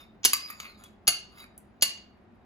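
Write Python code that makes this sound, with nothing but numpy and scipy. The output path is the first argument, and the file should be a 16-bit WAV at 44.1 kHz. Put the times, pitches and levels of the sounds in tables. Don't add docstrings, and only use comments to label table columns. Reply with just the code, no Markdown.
import sys
import numpy as np
from scipy import signal
from scipy.fft import rfft, irfft, next_fast_len
from scipy.io import wavfile
from scipy.ndimage import uniform_filter1d, map_coordinates

SR = 44100
rng = np.random.default_rng(int(sys.argv[2]) if len(sys.argv) > 2 else 0)


def digitize_waveform(pressure):
    field = np.atleast_2d(pressure).T
    bounded = np.clip(field, -1, 1)
    quanta = np.round(bounded * 32767).astype(np.int16)
    wavfile.write(sys.argv[1], SR, quanta)


N = 108045


def amp(db):
    return 10 ** (np.asarray(db) / 20)


def unit(x):
    return x / np.sqrt(np.mean(x ** 2) + 1e-20)


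def along(points, hz):
    f, v = np.transpose(points)
    return np.interp(np.log(hz + 1), np.log(f + 1), v)


def curves(rows):
    s, *cols = np.transpose(rows)
    return [np.interp(np.arange(N) / SR, s, c) for c in cols]


def wobble(rate, size=N):
    knots = rng.standard_normal(int(size * rate / SR) + 4)
    return map_coordinates(knots, [np.arange(size) * rate / SR])


def filtered(x, response):
    m = next_fast_len(N + SR // 2)
    return irfft(rfft(x, m) * response(np.fft.rfftfreq(m, 1 / SR)), m)[..., :N]


def half_angle(alike, hz):
    return np.arccos(np.clip(along(alike, hz), -1, 1)) / 2


# f/Hz, relative level/dB per Hz
AIR_COLOUR = [(12, -37.5), (20, -20.5), (65, -8), (158, -15.5), (216, -7), (285, -14.5), (388, -13),
              (446, -21.5), (718, -17.5), (923, -22.5), (1290, -26), (2080, -31), (16000, -73)]
# f/Hz, left-right correlation
AIR_LIKENESS = [(30, 0.69), (120, .88), (300, .7), (1000, 0.35), (5000, 0.16)]
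AIR_DB = -57.5
DRONE_HZ, DRONE_WIDTH_HZ, DRONE_DB = 210, 9.1, -69


def air():
    z = signal.stft(rng.standard_normal((2, N)), nperseg=512)[2]
    field = uniform_filter1d(rng.standard_normal(z.shape[1:]), 4, 0)
    field = uniform_filter1d(field, 10, 1)
    flutter = amp(0.25 * unit(field))
    pair = signal.istft(z * flutter, nperseg=512)[1][:, :N]

    def mid_side(hz):
        angle = half_angle(AIR_LIKENESS, hz)
        return amp(along(AIR_COLOUR, hz)) * (hz > 18) * [np.cos(angle), np.sin(angle)]

    mid, side = filtered(pair, mid_side)
    noise = amp(AIR_DB) * unit(np.array([mid + side, mid - side]))
    band = lambda hz: np.exp(-((hz - DRONE_HZ) / DRONE_WIDTH_HZ) ** 2)
    drone = unit(filtered(rng.standard_normal(N), band))
    return noise + amp(DRONE_DB + 2 * wobble(13)) * drone


# f/Hz, t60/s
ROOM_DECAY = [(200, 0.38), (1500, 0.39), (4000, 0.4), (8500, 0.24), (11000, 0.2), (14500, 0.13)]
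# f/Hz, left-right correlation
ROOM_LIKENESS = [(200, 1), (800, 0.16), (5000, 0.061), (7500, 0.99), (16000, 1)]
ROOM_DB, ROOM_DELAY_S = -9, .003


def room(x):
    hz, t, z = signal.stft(rng.standard_normal((2, SR // 2)), SR, nperseg=256)
    angle = half_angle(ROOM_LIKENESS, hz)[:, None]
    sides = np.array([1, -1])[:, None, None]
    z = np.cos(angle) * z[0] + np.sin(angle) * z[1] * sides
    decay = amp(-60 * t / along(ROOM_DECAY, hz)[:, None])
    tail = signal.istft(z * decay, SR, nperseg=256)[1]
    tail = tail / np.linalg.norm(tail[0])
    late = np.pad(x, (round(ROOM_DELAY_S * SR), 0))[None]
    return amp(ROOM_DB) * signal.fftconvolve(late, tail, axes=1)[:, :len(x)]


# f/Hz, phase by which left leads right/rad
PORT_LEAD = [(0, 0), (1000, 1.2), (1700, 2.2), (2900, 1.9), (3900, -1.3), (5600, -1.3), (6400, 0),
             (8500, -3.1), (11000, -6.3), (13300, -9.4), (17000, -14.3)]


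def placed(x):
    def lead(hz):
        return np.exp(.5j * np.interp(hz, *np.transpose(PORT_LEAD)) * np.array([[1], [-1]]))
    return filtered(x + room(x), lead)


# f/Hz, relative level/dB per Hz
CLATTER_COLOUR = [(120, -62), (300, -15), (1000, -11), (2000, -4.5), (2900, 1), (3500, -6.5), (4600, -3.5),
                  (5600, -4.5), (6500, 1.5), (7500, -3.5), (8600, -1), (9500, -11), (11000, -6),
                  (12200, -3.5), (14000, -8.5), (15400, -18), (16500, -32)]


def clatter_db(hz):
    return along(CLATTER_COLOUR, hz)


FAVOUR_DB, FAVOUR_OCTAVES = 4, 0.26


def favour(hz, spot_hz):
    return FAVOUR_DB * np.exp(-(np.log2((hz + 1) / spot_hz) / FAVOUR_OCTAVES) ** 2)


# t/s, f/Hz, level/dB before wavering
TONE_PATH = [(0, 3660, -56), (.1, 3660, -73), (.14, 3740, -97.5), (.34, 5000, -97), (.39, 4950, -51),
             (.46, 4888, -43), (.54, 4780, -65), (.635, 4380, -67.5), (.665, 4440, -56), (.7, 4220, -57),
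             (.745, 4000, -67.5), (.76, 3825, -59.5), (.79, 3560, -88.5), (.835, 3310, -69.5),
             (.86, 3415, -58), (.92, 3128, -91), (1.37, 3860, -92.5), (1.405, 3820, -55.5),
             (1.435, 3810, -57), (1.47, 3780, -94.5)]
TONE_ROUGH = .011


def moving_tone():
    hz, db = curves(TONE_PATH)
    level = amp(db + 4.7 * wobble(60))
    rough_hz = hz * (1 + TONE_ROUGH * wobble(340))
    return level * np.sin(2 * np.pi * np.cumsum(rough_hz) / SR)


# t/s, relative level/dB, favoured f/Hz
SCRAPE_PATH = [(0, -50.5, 3580), (.04, -76, 3560), (.14, -94, 3700), (.38, -68.5, 4720), (.46, -53, 4830),
               (.52, -54, 1690), (.58, -65.5, 1490), (.65, -52.5, 1930), (.72, -74.5, 2990),
               (.8, -70.5, 7000), (.87, -66, 6900), (.95, -91, 7000), (1.3, -85.5, 6120),
               (1.37, -61.5, 5000), (1.405, -52, 4326), (1.44, -56.5, 2300), (1.49, -91, 2330)]
WALL_HZ = [1200, 1870, 2090, 2290, 2550, 3950, 4700, 4845, 5380, 6850, 10260, 12190, 14200]
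# relative level/dB, t60/s
WALL_MODES = [(-0.5, .035), (-13.5, 0.049), (-6.5, 0.087), (-5, 0.035), (-3, 0.084), (-9, .035),
              (-9.5, 0.18), (-4.5, 0.11), (-16, 0.14), (-10.5, 0.089), (-12, 0.029), (-10.5, 0.046),
              (-9.5, .05)]
GRAINS_PER_S, GRAIN_SPREAD_DB, UNEVEN_DB = 2500, 2, 3
SCRAPE_RING_DB, SCRAPE_HISS_DB = 19.5, -9
SMEAR = 4.2
DRIFT_DB, DRIFT_PER_S = 4, 20


def scrape():
    level_db, spot_hz = curves(SCRAPE_PATH)
    hits = rng.random(N) < GRAINS_PER_S / SR
    sizes = amp(GRAIN_SPREAD_DB * rng.exponential(size=N))
    grains = unit(hits * sizes * rng.standard_normal(N))
    grains = grains * amp(level_db + UNEVEN_DB * wobble(28.84))

    mode_hz = np.array(WALL_HZ)[:, None]
    level, t60 = np.transpose(WALL_MODES)[:, :, None]
    width_hz = SMEAR * np.log(1000) / np.pi / t60
    drift_db = DRIFT_DB * np.array([wobble(DRIFT_PER_S) for _ in WALL_MODES])
    drive_db = SCRAPE_RING_DB + level + favour(mode_hz, spot_hz) + drift_db

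    def resonance(f):
        damping = 1j * f * width_hz
        return damping / (mode_hz ** 2 - f * f + damping)

    ringing = filtered(amp(drive_db) * grains, resonance)
    rub = ringing[::2].sum(axis=0) - ringing[1::2].sum(axis=0)
    hiss = filtered(grains, lambda f: amp(SCRAPE_HISS_DB + clatter_db(f)))
    return rub + hiss


SHELF_HZ = [1976.5, 3170, 6870, 8460]
CRACK_DB, CRACK_S = 0.5, 0.03
THUD_DB, THUD_HZ, THUD_S = -18, 275.8, 0.021
MODE_SCATTER_DB, WAVER_RAD, WAVER_PER_S = 2, 1.1, 120


def blows(events, modes_hz, modes):
    out, t = np.zeros(N + SR), np.arange(SR // 3) / SR
    hz = np.array(modes_hz)[:, None]
    level, t60 = np.transpose(modes)[:, :, None]
    f = np.fft.rfftfreq(len(t), 1 / SR)
    rise = 1 - np.exp(-t / 0.00051)
    for s, db, bass_db, treble_db, ring_db, spot_hz in events:
        def tone_db(c):
            return np.interp(c, SHELF_HZ, [bass_db, 0, 0, treble_db]) + favour(c, spot_hz)

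        gain_db = level + tone_db(hz) + MODE_SCATTER_DB * rng.standard_normal(hz.shape)
        waver = WAVER_RAD * np.array([wobble(WAVER_PER_S, size=len(t)) for _ in modes])
        phase = 2 * np.pi * hz * t + waver - waver[:, :1]
        ring = np.sum(amp(gain_db - 60 * t / t60) * np.sin(phase), axis=0)
        ring = ring / np.linalg.norm(amp(level))

        colour = amp(clatter_db(f) + tone_db(f))
        noise = unit(irfft(rfft(rng.standard_normal(len(t))) * colour, len(t)))
        tone_gain = np.linalg.norm(colour) / np.linalg.norm(amp(clatter_db(f)))
        crack = amp(CRACK_DB - 60 * t / CRACK_S) * noise * tone_gain

        thud = amp(THUD_DB + bass_db - 60 * t / THUD_S) * np.sin(2 * np.pi * THUD_HZ * t)
        blow = amp(ring_db) * (ring + thud) + crack
        out[round(s * SR):][:len(t)] += .5 * amp(db) * rise * blow
    return out[:N]


# t/s, relative level/dB, bass/dB, treble/dB, ringing/dB, favoured f/Hz
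WALL_KNOCKS = [(.3326, -9.5, 0, 7, 0, 4500), (.5010, -44, 12.5, 15, 10.5, 5500),
               (.6005, -27, 5, -3.5, -5.5, 3880), (.8375, -42, 3.5, 7.5, -9.5, 6800),
               (1.3823, -51.5, -3, -17, 11, 4710), (1.5778, -49.5, -14, 19.5, -25, 8200)]


def knocks():
    return blows(WALL_KNOCKS, WALL_HZ, WALL_MODES)


# t/s, relative level/dB, bass/dB, treble/dB, ringing/dB
RIM_TAPS = [(0.2325, -30.5, 2.5, -32.5, -11), (0.2407, -21.5, -3.5, -26, -12),
            (0.243, -13, -12.5, -31.5, -10.5), (0.2492, -7.5, -6.5, -15, -8), (0.2496, -7.5, 2.5, 7, -11.5),
            (0.2541, -6.5, 0, 4.5, -5), (.2575, -9.5, 1, -8, -8), (1.0708, -20.5, -8, -26.5, -1),
            (1.0766, -7, -1.5, 2, -2), (1.079, -11.5, 6.5, 4.5, 2), (1.0850, -12.5, 2, -6.5, 3),
            (1.09, -16.5, -2, -3, 4), (1.811, -37, -7, -32.5, 8.5), (1.8201, -21.5, -12.5, -23.5, -1),
            (1.8232, -6, -2, 3.5, -1), (1.8271, -12, -1, -1.5, -5.5), (1.8290, -9.5, -1, -5, -7.5),
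            (1.8350, -21.5, 0, -0.5, -4.5), (1.9739, -45.5, 2.5, -23, 9)]
RIM_HZ = [650, 1480, 2130, 2840, 2915, 4345, 4490, 4600, 4800, 6395, 6740, 10300, 10925, 11890, 13400,
          15070]
# relative level/dB, t60/s
RIM_MODES = [(-9.5, 0.043), (3.5, 0.0091), (-10.5, 0.067), (-7.5, 0.27), (-15, .07), (-7.5, 0.11),
             (-7, 0.17), (-7.5, 0.1), (-7.5, 0.056), (0, 0.051), (-5, 0.088), (-0.5, 0.071), (0.5, 0.061),
             (-2, 0.035), (-4.5, 0.038), (-13.5, 0.066)]
VISIT_FAVOURS_HZ = [5060, 4600, 4414]


def rim_taps():
    visits = []
    for start_s, spot_hz in zip((0, .8, 1.6), VISIT_FAVOURS_HZ):
        taps = [(*tap, spot_hz) for tap in RIM_TAPS if start_s <= tap[0] < start_s + .8]
        visits.append(placed(blows(taps, RIM_HZ, RIM_MODES)))
    return sum(visits)


def scene():
    return air() + placed(scrape() + moving_tone()) + placed(knocks()) + rim_taps()


TOP_HZ = 16750


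def record(dry):
    return filtered(dry, lambda hz: hz < TOP_HZ)


dry = scene()
out = record(dry)
digitize_waveform(out)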